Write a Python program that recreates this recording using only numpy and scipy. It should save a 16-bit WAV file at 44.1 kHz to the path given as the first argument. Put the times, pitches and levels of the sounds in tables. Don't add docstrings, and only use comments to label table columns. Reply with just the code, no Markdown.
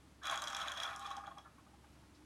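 import sys
import numpy as np
from scipy import signal
from scipy.fft import rfft, irfft, next_fast_len
from scipy.io import wavfile
from scipy.ndimage import uniform_filter1d, map_coordinates

SR = 44100
rng = np.random.default_rng(int(sys.argv[2]) if len(sys.argv) > 2 else 0)


def how_loud(loudness_db):
    steps = np.asarray(loudness_db, float) / 20
    return 10 ** steps


def unload_audio(sound):
    columns = np.transpose(np.atleast_2d(sound))
    steps = np.round(np.clip(columns, -1, 1) * 32767)
    wavfile.write(sys.argv[1], SR, steps.astype(np.int16))


N = 99225

# [t/s, peak level/dB, click f/Hz, spray level/dB]
HOPS = [(0.2314, -51.5, 5530, -12), (0.241, -63, 5590, -3), (0.2544, -37, 5300, 12),
        (0.2691, -32.5, 6470, 2), (0.2984, -33, 6300, 3), (0.312, -32, 6460, 17), (0.3575, -34, 6950, -11),
        (0.375, -31, 6140, -22), (0.4199, -28.5, 6340, -6), (0.4394, -30.5, 5500, 10),
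        (0.4722, -31.5, 5150, -11), (0.4807, -36, 7140, -11), (0.5013, -36, 6900, -11),
        (0.5234, -44, 5580, 3), (0.53, -37.5, 5560, -8), (0.5483, -48, 4500, -6), (0.5475, -30, 5330, -11),
        (0.566, -30.5, 6640, -6), (0.5998, -39, 6160, -4), (0.6132, -54, 6730, -6), (0.6264, -55, 4890, -9),
        (0.6584, -70, 5450, -6), (0.675, -62, 6170, -6), (0.679, -58, 5400, -6), (0.6957, -44, 5970, -2),
        (0.7185, -33, 6050, 12), (0.7732, -39, 5400, 3), (0.8014, -45, 4540, -4),
        (0.8004, -34.5, 5440, -12), (0.8276, -42, 5230, -10), (0.8333, -29, 5700, -26),
        (0.899, -55, 5540, -6), (0.9611, -35.5, 6000, 8), (0.9943, -40, 6500, -1), (1.0462, -50, 6150, -6),
        (1.0518, -54, 5500, -18.5), (1.0639, -40, 5530, -8), (1.1047, -49, 5860, -10),
        (1.1117, -50, 5440, -6), (1.167, -39, 5800, -18), (1.2688, -57, 5470, -6),
        (1.3821, -45.5, 5540, -11)]
# [t/s, peak level/dB, f/Hz, contact t/s]
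ROCKS = [(1.051, -38, 1170, 0.0095), (1.105, -35.5, 1123, 0.011), (1.169, -38.5, 805, 0.015),
         (1.236, -40, 1220, 0.0062), (1.271, -35.5, 805, 0.0078), (1.306, -44, 1075, 0.013),
         (1.369, -44.5, 1160, 0.0081), (1.383, -49.5, 1190, 0.0023), (1.04, -50, 2440, 0.011),
         (1.27, -53, 2320, 0.0052), (1.45, -49, 1360, 0.011), (1.474, -52.5, 1286, 0.006),
         (1.581, -45, 1090, 0.0028), (1.665, -48, 1190, 0.0028), (1.732, -53.5, 815, 0.011),
         (1.838, -51, 847, 0.0071), (1.948, -65, 635, 0.012), (2.025, -55, 885, 0.008),
         (2.153, -67, 674, 0.011), (2.211, -62, 890, 0.011)]
# [t/s, peak level/dB, f/Hz, contact t/s]
FLICKS = [
    (0.214, -47.5, 1580, 0.0089),
    (0.2251, -43.5, 1716, 0.015),
    (0.236, -42.5, 1448, 0.034),
    (1.4491, -58.5, 1714, 0.026),
]
# [f/Hz, width f/Hz, level/dB]
SHAFT_MODES = [(590, 34, -6.5), (673, 42, -6), (788.5, 24, -2.5), (932, 52, -7.5), (1068, 42.5, -1),
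               (1190, 64, 1.5), (1309, 46.6, 1), (1426, 34.4, 0), (1580, 255, -7), (1876, 154, -9.5),
               (2328, 280, -13)]
# [f/Hz, width f/Hz, level/dB]
DISH_MODES = [(3270, 186, 6.5), (3594, 290, 0), (3892, 73, 5.5), (5440, 430, -6), (6500, 300, -3.5),
              (6950, 100, -6), (8380, 190, -11), (10180, 260, -16.5), (12400, 380, -11.5),
              (14400, 1800, -20)]
# [f/Hz, width f/Hz, level/dB]
BOWL_MODES = [(805, 58, -2.5), (1106, 80, -3), (1213.3, 56, 2), (1643, 36, -12)]
# [t/s, level/dB, upper modes over lower level/dB]
PRESSURE = [(0.226, -63.5, 5), (0.253, -42, 7.5), (0.309, -39.5, 2.5), (0.325, -35, 4), (0.414, -48, -3),
            (0.421, -39, 0), (0.463, -46.5, 0.5), (0.609, -40.5, 3.5), (0.753, -46, 2), (0.866, -41, 4),
            (1.001, -48.5, 6.5), (1.015, -45, 14), (1.267, -50, 10), (1.272, -60.5, 31), (1.359, -57.5, -6),
            (1.385, -46.5, 6), (1.427, -80, 4), (1.451, -61, 16)]
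# [t/s, level/dB]
SLIDING = [(.21, -94), (0.242, -66.5), (.3, -52), (.4, -63), (.45, -65.5), (.58, -54), (.65, -65.5),
           (.74, -57), (.8, -54.5), (.87, -64), (.93, -69.5), (.97, -73), (1.06, -64.5), (1.14, -65.5),
           (1.2, -94), (1.27, -74), (1.35, -83), (1.45, -85)]
# [t/s, level/dB, half length t/s]
LIFTS = [
    (0.405, -2.5, .008),
    (0.472, 2, .005),
    (0.557, -5, .004),
    (0.76, -5.5, 0.0052),
    (.795, 0, 0.0044),
    (1.229, -16, 0.0067),
    (1.3, -6, .008),
    (1.35, -7, .012),
]
# [t/s, peak level/dB, contact t/s]
SCRAPES = [(0.227, -60, 0.011), (0.2433, -47, 0.0035), (0.254, -36, 0.0039), (0.2735, -34, 0.01),
           (0.294, -33, 0.0095), (0.347, -42, 0.006), (0.3565, -42, 0.006), (0.3745, -36.5, 0.0046),
           (0.4172, -55, 0.0073), (0.4385, -33, 0.006), (0.4746, -35.5, 0.0089), (0.5237, -52, 0.0048),
           (0.5465, -26, 0.004), (0.5673, -31, 0.0037), (0.6, -36, 0.0081), (0.617, -36.5, 0.0094),
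           (0.6823, -38, 0.0042), (0.7173, -35, 0.0053), (0.7535, -46, 0.011), (0.7757, -31, 0.006),
           (0.8, -33, 0.0045), (0.832, -40, 0.0085), (0.8494, -31, 0.0063), (0.8754, -37, 0.005),
           (0.917, -46, 0.0055), (0.952, -46, 0.0038), (0.99, -47, 0.0052), (1.054, -42, 0.006),
           (1.109, -42, 0.0037), (1.1667, -53, 0.006), (1.179, -46, 0.0049), (1.2335, -68, 0.0053),
           (1.262, -49.5, 0.0065), (1.312, -50.5, 0.0052), (1.3657, -70, 0.0034), (1.3836, -42, 0.0036),
           (1.4111, -75, 0.0041)]
# [f/Hz, level/dB, wander rate/(1/s)]
SINGING_MODES = [(3285, -1.5, 110), (3403, -4, 140), (3896, -16.5, 40)]
# [t/s, peak level/dB]
JOLTS = [(0.24, -39.5), (0.256, -33), (0.273, -24), (0.323, -27), (0.42, -33), (0.473, -29), (0.72, -37),
         (0.775, -35), (0.8, -33), (0.845, -27), (0.864, -23), (0.947, -44), (1.012, -42)]
# [f/Hz, level/dB per Hz]
ROOM_AIR = [(50, -34), (85, -5), (266, -7.5), (301, -4.5), (419, -16.5), (979, -18), (1420, -21),
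            (12000, -34), (15600, -29), (22000, -120)]
# [f/Hz, T60 t/s]
WALL_DECAY = [(500, 0.35), (3000, 0.22), (10000, 0.33)]
# [f/Hz, level/dB]
MICROPHONE = [(20, -42), (45, -2), (70, 0), (11500, -0.5), (13000, -13), (15800, -9)]

GRIT_PER_S, GRIT_SPREAD_DB, GRIT_HISS, GRIT_TOP_DB = 900, 3, 0.92, 11
SLIDE_PER_S, SLIDE_SPREAD_DB, SLIDE_HISS = 420, 3.6, 0.22
PRESS_DB, SLIDE_DB, WOBBLE_DB, SING_DB = -3.5, 2.5, 5.5, -3.5
STEADY_S = 0.027
SETTLE_S, SETTLE_OVER_S, BOWL_EARLY_DB, BOWL_LATE_DB = 0.867, 0.14, -20, 5
FLIGHT_S, FLIGHT_DB, LANDED_S, LANDED_DB, BITE_TOP_DB = 0.0027, -1, 0.0047, 6, 7
ROCK_RISE_S, ROCK_T60_S, ROCK_DB, ROCK_SCUFF_DB = 0.002, 0.035, -8, -5
SCRAPE_RISE_S, SCRAPE_T60_S, SCRAPE_DB = 0.00067, 0.026, -8.5
CLICK_RISE_S, CLICK_T60_S, CLICK_WIDTH_HZ, CLICK_DB = 0.0009, 0.012, 1000, -3
CRACK_DB, RING_DB, KNOCK_DB, CHATTER_S = -24, -7.5, -9, 0.0006
AIR_DB, WALLS_DB, LOW_CUT_HZ = -62.5, -6.5, 395
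DRONE_HZ, DRONE_SWAY_DB, DRONE_DB = 68, 1.3, -68
HUM_HZ, HUM_FROM_S, HUM_RISE_S, HUM_DB = 304, 2.14, 0.09, -60
BRUSH_S, BRUSH_T60_S, BRUSH_DB, BRUSH_HZ, BRUSH_WIDTH_HZ = 2.147, 0.17, -67, 4660, 2800


def unit(x):
    return x / np.sqrt(np.mean(x ** 2) + 1e-20)


def along(points, hz):
    f, value = np.transpose(points)
    return np.interp(np.log(hz + 1), np.log(f + 1), value)


def wobble(rate):
    knots = rng.standard_normal(int(N * rate / SR) + 4)
    return map_coordinates(knots, [np.arange(N) * rate / SR])


def filtered(x, response):
    m = next_fast_len(N + SR // 2)
    return irfft(rfft(x, m) * response(np.fft.rfftfreq(m, 1 / SR)), m)[..., :N]


def body(x, modes):
    def response(f):
        return sum((-1) ** k * how_loud(db) * 1j * f * width / (hz * hz - f * f + 1j * f * width)
                   for k, (hz, width, db) in enumerate(modes))
    return filtered(x, response)


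def steep(x, hz, width):
    mode = [(hz, width, 0)]
    return body(body(x, mode), mode)


def steady(x):
    power = np.abs(uniform_filter1d(x ** 2, round(STEADY_S * SR)))
    return x / np.sqrt(power + 1e-12)


def contact_shape(t, db, hold, rise, t60):
    return how_loud(db - 60 * np.clip(t - hold, 0, 1) / t60) * (1 - np.exp(-t / rise))


def room():
    t = np.arange(N) / SR
    spectrum = [(20, 3), (70, -17.5)] + list(ROOM_AIR[1:-2])
    air = unit(filtered(rng.standard_normal(N), lambda f: how_loud(along(spectrum, f))))
    air = air * how_loud(AIR_DB + 0.41 * wobble(6.2))
    drone = np.sqrt(2) * np.sin(2 * np.pi * DRONE_HZ * t + 0.38 * wobble(7.7))
    drone = drone * how_loud(DRONE_DB + DRONE_SWAY_DB * wobble(9.7))
    hum_rise = np.clip((t - HUM_FROM_S) / HUM_RISE_S, 0, 1)
    hum = how_loud(HUM_DB) * hum_rise * np.sin(2 * np.pi * HUM_HZ * t)
    after = np.clip(t - BRUSH_S, 0, 1)
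    brush = unit(steep(rng.standard_normal(N), BRUSH_HZ, BRUSH_WIDTH_HZ))
    brush = brush * contact_shape(after, BRUSH_DB, 0, 0.002, BRUSH_T60_S)
    return air + drone + hum + brush


def grit(per_s, spread_db, hiss):
    chance, size_draw, sign_draw = rng.random((3, N))
    size_db = np.minimum(-spread_db * np.log(size_draw + 1e-9), GRIT_TOP_DB)
    impacts = how_loud(size_db) * np.sign(sign_draw - 0.5) * (chance < per_s / SR)
    return unit(impacts) + hiss * rng.standard_normal(N)


def bowl(x):
    return sum(how_loud(db) * steep(x, hz, width) for hz, width, db in BOWL_MODES)


def contact_db():
    since = np.arange(N) / SR - np.transpose(HOPS)[0][:, None]
    before = FLIGHT_DB * (since < 0) * np.exp(np.clip(since, -1, 0) / FLIGHT_S)
    after = LANDED_DB * (since >= 0) * np.exp(-np.clip(since, 0, 1) / LANDED_S)
    return np.minimum((before + after).sum(axis=0), BITE_TOP_DB)


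def lift_db():
    t = np.arange(N) / SR
    return sum(db * np.exp(-((t - s) / half) ** 2) for s, db, half in LIFTS)


def grinding():
    t = np.arange(N) / SR
    s, press_db, upper_db = np.transpose(PRESSURE)
    rub = grit(GRIT_PER_S, GRIT_SPREAD_DB, GRIT_HISS)
    lower = body(rub, SHAFT_MODES[:6])
    upper = how_loud(np.interp(t, s, upper_db)) * body(rub, SHAFT_MODES[6:])
    settled_db = np.interp(t, [SETTLE_S, SETTLE_S + SETTLE_OVER_S], [BOWL_EARLY_DB, BOWL_LATE_DB])
    shaft = steady(unit(lower + upper) + how_loud(settled_db) * unit(bowl(rub)))
    bite_db = contact_db()
    shaft = shaft * how_loud(np.interp(t, s, press_db, -120, -120) + PRESS_DB + 0.5 * bite_db)

    s, slide_db = np.transpose(SLIDING)
    slide_db = np.interp(t, s, slide_db, -120, -120) + SLIDE_DB
    slide = how_loud(slide_db + bite_db + WOBBLE_DB * wobble(43.83))
    ticks = grit(SLIDE_PER_S, SLIDE_SPREAD_DB, SLIDE_HISS)
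    dish = body(ticks * slide, DISH_MODES) / np.std(body(ticks, DISH_MODES))
    sing = how_loud(SING_DB) * steady(body(rng.standard_normal(N), DISH_MODES[:3]))
    return how_loud(lift_db()) * (shaft + dish + sing * slide)


def rocks():
    tone, scuff, t = np.zeros(N + SR), np.zeros(N + SR), np.arange(5000) / SR
    for s, db, hz, hold in list(FLICKS) + list(ROCKS):
        start = round(s * SR)
        shape = contact_shape(t, db + ROCK_DB, hold, ROCK_RISE_S, ROCK_T60_S)
        phase_drift = 0.39 * np.cumsum(rng.standard_normal(5000)) / 20
        tone[start:][:5000] += shape * np.sin(2 * np.pi * hz * t + phase_drift)
        scuff[start:][:5000] += shape
    rub = uniform_filter1d(rng.standard_normal(N), size=12)
    scuffing = body(rub * scuff[:N], SHAFT_MODES) / np.std(body(rub, SHAFT_MODES))
    return tone[:N] + how_loud(ROCK_SCUFF_DB) * scuffing


def scrapes():
    drag, t = np.zeros(N + SR), np.arange(5000) / SR
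    for s, db, hold in SCRAPES:
        shape = contact_shape(t, db + SCRAPE_DB, hold, SCRAPE_RISE_S, SCRAPE_T60_S)
        drag[round(s * SR):][:5000] += shape
    t, singing = np.arange(N) / SR, np.zeros(N)
    for hz, db, rate in SINGING_MODES:
        size = how_loud(db + 2.0 * wobble(rate) + 2.7 * wobble(24.9))
        singing += size * np.sin(2 * np.pi * hz * t + 1.58 * wobble(rate))
    return drag[:N] * singing


def struck(rows, modes):
    blows, impulse, t = np.zeros(N + 400), np.zeros(N), np.arange(400) / SR
    impulse[0] = 1
    for s, db in rows:
        chatter = np.exp(-t / CHATTER_S) * (rng.standard_normal(400) ** 3 + 12 * (t == 0))
        blows[round(s * SR):][:400] += how_loud(db) * chatter / np.linalg.norm(chatter)
    return body(blows[:N], modes) / np.abs(body(impulse, modes)).max()


def hops():
    out, t, f = np.zeros(N + SR), np.arange(2048) / SR, np.fft.rfftfreq(2048, 1 / SR)
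    shape = contact_shape(t, 0, 0, CLICK_RISE_S, CLICK_T60_S)
    for s, db, hz, spray_db in HOPS:
        peak = 1 / np.hypot(1, (f * f - hz * hz) / (f + 1) / CLICK_WIDTH_HZ)
        spray = how_loud(spray_db + CRACK_DB) * (f > hz) * hz / (f + 1)
        click = shape * irfft(rfft(rng.standard_normal(2048)) * (peak + spray))
        click = click / np.linalg.norm(click) * np.linalg.norm(shape)
        out[round(s * SR):][:2048] += how_loud(db + CLICK_DB) * click
    ring = struck([(s, db + RING_DB) for s, db, _, _ in HOPS], DISH_MODES)
    knock = struck([(s, db + KNOCK_DB) for s, db in JOLTS], SHAFT_MODES)
    return out[:N] + ring + knock


def walls(x):
    hz, t, z = signal.stft(rng.standard_normal(SR // 2), SR, nperseg=256)
    decay = how_loud(-60 * t / along(WALL_DECAY, hz)[:, None])
    tail = signal.istft(z * decay, SR, nperseg=256)[1]
    delayed = np.pad(x, (200, 0))
    return signal.fftconvolve(delayed, tail / np.linalg.norm(tail))[:N]


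def scene():
    spindle = grinding() + hops() + scrapes() + rocks()
    low_cut = signal.butter(6, LOW_CUT_HZ, "high", fs=SR, output="sos")
    spindle = signal.sosfilt(low_cut, spindle)
    return (spindle + how_loud(WALLS_DB) * walls(spindle) + room())[None]


def roll_off(x):
    return signal.sosfilt(signal.butter(12, 15850, fs=SR, output="sos"), x)


def record(dry):
    mix = filtered(dry, lambda f: how_loud(along(MICROPHONE, f)))
    return roll_off(mix)


dry = scene()
out = record(dry)
unload_audio(out)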